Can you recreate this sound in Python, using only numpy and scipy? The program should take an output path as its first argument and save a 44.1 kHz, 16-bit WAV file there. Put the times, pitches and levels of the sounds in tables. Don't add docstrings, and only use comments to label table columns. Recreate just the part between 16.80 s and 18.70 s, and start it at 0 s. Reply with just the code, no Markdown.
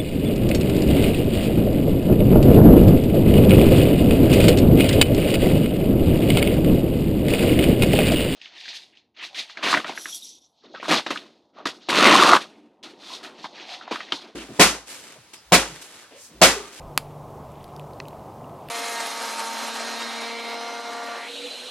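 import sys
import numpy as np
from scipy import signal
from scipy.io import wavfile

SR = 44100
rng = np.random.default_rng(int(sys.argv[2]) if len(sys.argv) > 2 else 0)


def decibels_to_gain(level_db):
    exponent = np.asarray(level_db, float) / 20
    return 10 ** exponent


def to_wav(sig):
    pcm = np.clip(np.atleast_2d(sig), -1, 1) * 32767
    pcm = np.round(pcm).astype(np.int16)
    wavfile.write(sys.argv[1], SR, pcm.T)


N = 83790

# t/s, flame rush level/dB, ember sizzle level/dB
FIRE_VIGOUR = [(0, -41, -69), (.1, -42, -71), (.3, -43, -65.5), (.55, -40.5, -86), (.7, -41.5, -65.5),
               (.81, -42.5, -60.5), (.92, -41.5, -66.5), (1.1, -42, -75), (1.3, -42, -76), (1.5, -41, -73),
               (1.7, -41.5, -74), (1.9, -43, -61.5)]


def rms_one(x):
    return x / np.sqrt(np.mean(x ** 2) + 1e-20)


def in_time(rows):
    s, *columns = np.transpose(rows)
    return [np.interp(np.arange(N) / SR, s, c) for c in columns]


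def drift(rate):
    r = np.exp(-80 * np.pi * rate / SR)
    steps = rng.standard_normal(N // 40 + 2002)
    slow = signal.lfilter([1], [1, -2 * r, r * r], steps)[2000:]
    return np.interp(np.arange(N) / 40, np.arange(len(slow)), rms_one(slow))


def cut(x, hz, kind, order=2):
    sos = signal.butter(order, np.clip(hz, 10, .45 * SR), kind, fs=SR, output="sos")
    return signal.sosfilt(sos, x)


def resonate(x, hz, width):
    r = np.exp(-np.pi * width / SR)
    top_gain_one = np.array([1, 0, -1]) * (1 - r * r) / 2
    return signal.lfilter(top_gain_one, [1, -2 * r * np.cos(2 * np.pi * hz / SR), r * r], x + 1e-18)


def resonate_twice(x, hz, width, second_width):
    return resonate(resonate(x, hz, width), hz, second_width)


def banded_noise(spectrum, patchy_db):
    hz, db = np.transpose(spectrum)
    out = 0
    together = drift(3.0)
    edges = 40 * 2 ** np.arange(0, 9, 1 / 4)
    white = rng.standard_normal((2, N + 4000))
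    for k, (low, high) in enumerate(zip(edges, edges[1:])):
        level_db = np.interp(np.log(low * high) / 2, np.log(hz), db)
        flicker_db = patchy_db * (0.96 * together + drift(24))
        band = cut(white[k % 2], [low, high], "band")[-N:]
        out = out + decibels_to_gain(level_db + flicker_db) * band
    return rms_one(out)


def fracture(ms, noise, rough=0.23):
    t = np.arange(len(noise)) / SR * 1000 / max(ms, .05)
    click = np.arange(len(noise)) == 0
    return click + rough * noise * np.exp(-t)


def add(track, s, db, sound):
    i = int(s * SR)
    part = track[i:i + len(sound)]
    part += (decibels_to_gain(db) * sound / np.abs(sound).max())[:len(part)]


def flame_rush():
    # f/Hz, level/dB
    rush_spectrum = [(50, -15.5), (140, -4.5), (230, -6.5), (450, -6.5), (720, -3.5), (1050, -8.5),
                     (1350, -21), (1650, -55), (2400, -67)]
    rush_db, _ = in_time(FIRE_VIGOUR)
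    return decibels_to_gain(rush_db) * banded_noise(rush_spectrum, patchy_db=0.75)


def ember_sizzle():
    ticks_per_s, spread_db, cycles = 1200, 3.0, 4.0
    pitches = np.geomspace(1800, 3400, 12)
    sizes = decibels_to_gain(spread_db * np.minimum(rng.exponential(1, N), 4)) * rng.choice([-1, 1], N)
    born = rng.random(N) < ticks_per_s / SR
    dealt = rng.integers(0, 12, N)
    ticks = np.zeros(N)
    for k, hz in enumerate(pitches):
        ticks += resonate_twice(sizes * born * (dealt == k), hz, hz / cycles, hz / 2)
    _, sizzle_db = in_time(FIRE_VIGOUR)
    return decibels_to_gain(sizzle_db) * rms_one(ticks)


def far_engine():
    # multiple of the firing rate, level/dB
    engine_tones = [(3, -55), (4, -56), (5, -55), (6, -49)]
    # t/s, sixth multiple level/dB, third multiple level/dB
    air_carry = [(0.0, -57, -47), (0.068, -51, -54), (0.142, -48, -64), (0.232, -49, -55),
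                 (0.284, -45, -72), (0.692, -54, -52), (0.814, -49.5, -60), (0.862, -63, -66),
                 (0.956, -44.5, -58.5), (1.45, -57, -58), (1.528, -55, -83), (1.598, -48.5, -67),
                 (1.666, -50, -76), (1.782, -55, -69), (1.878, -52.5, -81), (1.9, -51, -74)]
    firing_hz, wander, wobble_db = 24.51, 0.0053, 2.5
    phase = 2 * np.pi * np.cumsum(firing_hz * (1 + wander * drift(1.9))) / SR
    high_db, low_db = in_time(air_carry)
    carry_db = {3: low_db + 56.5, 6: high_db + 49.5}
    out = np.zeros(N)
    for k, db in engine_tones:
        level_db = db + carry_db.get(k, 0) + wobble_db * drift(5.6)
        out += np.sqrt(2) * decibels_to_gain(level_db) * np.sin(k * phase + rng.uniform(0, 2 * np.pi))
    return out


def air_buffet():
    # t/s, level/dB
    buffet_levels = [(0.0, -60), (0.068, -38.5), (0.11, -57), (0.184, -67), (0.206, -52), (0.38, -62),
                     (0.48, -56), (0.55, -63), (0.878, -57), (0.898, -66), (1.782, -72), (1.9, -64)]
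    rumble = cut(rng.standard_normal(2 * N), 40, "low", order=4)
    rumble = cut(rumble, 16.6, "high")[N:]
    return decibels_to_gain(in_time(buffet_levels)[0]) * rms_one(rumble)


def small_pops():
    # t/s, peak level/dB, ring f/Hz, ring width/Hz, bright crack level/dB
    pop_events = [(0.0162, -48, 2400, 800, -26), (0.5047, -48, 4000, 2000, 8), (0.7182, -46, 3130, 1500, 4),
                  (0.806, -49, 2660, 900, -17), (0.8293, -44, 3100, 800, 2),
                  (0.842, -33.5, 3660, 2350, -3.5), (0.8785, -47, 4200, 1200, 1),
                  (0.889, -47.5, 2600, 1500, -10), (0.9633, -34.5, 4830, 2280, -5.5),
                  (0.9953, -32.5, 2530, 1160, -9), (1.011, -55, 3820, 500, -20),
                  (1.1079, -49.5, 2200, 800, -14), (1.1336, -43, 4290, 900, -6),
                  (1.2535, -40, 2550, 500, -22), (1.2694, -47, 2270, 900, -18),
                  (1.283, -33, 3340, 1520, -2), (1.3071, -49, 2680, 600, -14),
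                  (1.3304, -44.5, 2400, 600, -24), (1.3938, -49, 3200, 1500, -11),
                  (1.6114, -49, 2030, 600, -14), (1.642, -45.5, 2850, 200, -20),
                  (1.695, -43.5, 2700, 1500, -9), (1.8858, -29, 2500, 1460, -7.5)]
    out = np.zeros(N)
    for s, db, hz, width, bright_db in pop_events:
        tear = fracture(0.92, rng.standard_normal(900))
        ring = resonate_twice(tear, hz, width, 2 * width)
        crack = cut(tear, [5230, 12800], "band")
        add(out, s + 0.00077, db, rms_one(ring) + decibels_to_gain(bright_db) * rms_one(crack))
    return out


def pit_echo(x):
    # level/dB, time to fade by 60 dB/s, top f/Hz
    echo_parts = [
        (-17, 0.027, 30000),
        (-37.5, 0.19, 18000),
    ]
    delay_ms, lowest_hz = 1.2, 600
    t = np.arange(SR // 4) / SR
    echo = np.zeros(len(t))
    for db, t60, top_hz in echo_parts:
        bounces = cut(rng.standard_normal(len(t)), top_hz, "low", order=1)
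        echo += rms_one(bounces * 1.0) * decibels_to_gain(db - 60 * t / t60)
    echo = cut(echo * (t > delay_ms / 1000), lowest_hz, "high") / np.sqrt(SR / 1000)
    return signal.fftconvolve(x, echo)[:N]


def air_pushes():
    # t/s, peak level/dB, f/Hz, width/Hz
    push_events = [
        (.04, -40, 42, 40),
        (0.1758, -32, 266, 150),
    ]
    out = np.zeros(N)
    for s, db, hz, width in push_events:
        add(out, s, db, resonate_twice(signal.unit_impulse(SR // 4), hz, width, width))
    return out


def loud_burst():
    # f/Hz, width/Hz, level/dB
    burst_log = [(820, 560, 1.5), (1393, 760, 2), (2600, 1010, 1.5), (4720, 870, 0), (7520, 1700, -5.5),
                 (10700, 590, -1), (11430, 990, -3.5), (13750, 2300, -12)]
    tear = fracture(.3, rng.standard_normal(1500), rough=.08)
    body = np.zeros(len(tear))
    for k, (hz, width, db) in enumerate(burst_log):
        body += (-1) ** k * decibels_to_gain(db) * resonate(tear, hz, width)
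    out = np.zeros(N)
    add(out, .1766, 5, -cut(body, 537, "high"))
    return out


def dull_knock():
    # f/Hz, width/Hz, level/dB, direction (+1 or -1)
    knock_log = [(420, 300, -3, 1), (1050, 350, -5, 1), (1920, 330, 1, 1), (2480, 480, -1, 1),
                 (4250, 900, -7, -1), (5600, 2400, -16, 1)]
    tear = fracture(.8, rng.standard_normal(1500), rough=.05)
    body = np.zeros(len(tear))
    for hz, width, db, sign in knock_log:
        body += sign * decibels_to_gain(db) * resonate_twice(tear, hz, width, width)
    out = np.zeros(N)
    add(out, 1.2014, -22, -cut(body, 7500, "low"))
    return out


def scene():
    fire = flame_rush() + ember_sizzle()
    cracks = small_pops() + loud_burst() + dull_knock()
    mono = fire + far_engine() + air_buffet() + cracks + pit_echo(cracks) + air_pushes()
    return np.array([mono, mono])


def microphone_hiss():
    # f/Hz, level per Hz/dB
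    hiss_spectrum = [(1000, -43), (1800, 3), (2800, 1.5), (4500, -1), (8000, -3.5), (13000, -4.5),
                     (15800, -7)]
    return decibels_to_gain(-62) * cut(banded_noise(hiss_spectrum, patchy_db=0.27), 1100, "high")


def low_pass(x):
    return signal.sosfilt(signal.butter(12, 17060, fs=SR, output="sos"), x)


def record(dry):
    clip_level = .74
    heard = dry + microphone_hiss()
    squeezed = heard / (1 + np.abs(heard / clip_level) ** 4) ** (1 / 4)
    side_noise = decibels_to_gain(-73.5) * rms_one(cut(rng.standard_normal(N), 4500, "high", order=1))
    x = squeezed + side_noise * [[1], [-1]]
    x = signal.sosfilt(signal.cheby2(10, 60, 17250, fs=SR, output="sos"), x)
    return low_pass(x)


dry = scene()
out = record(dry)
to_wav(out)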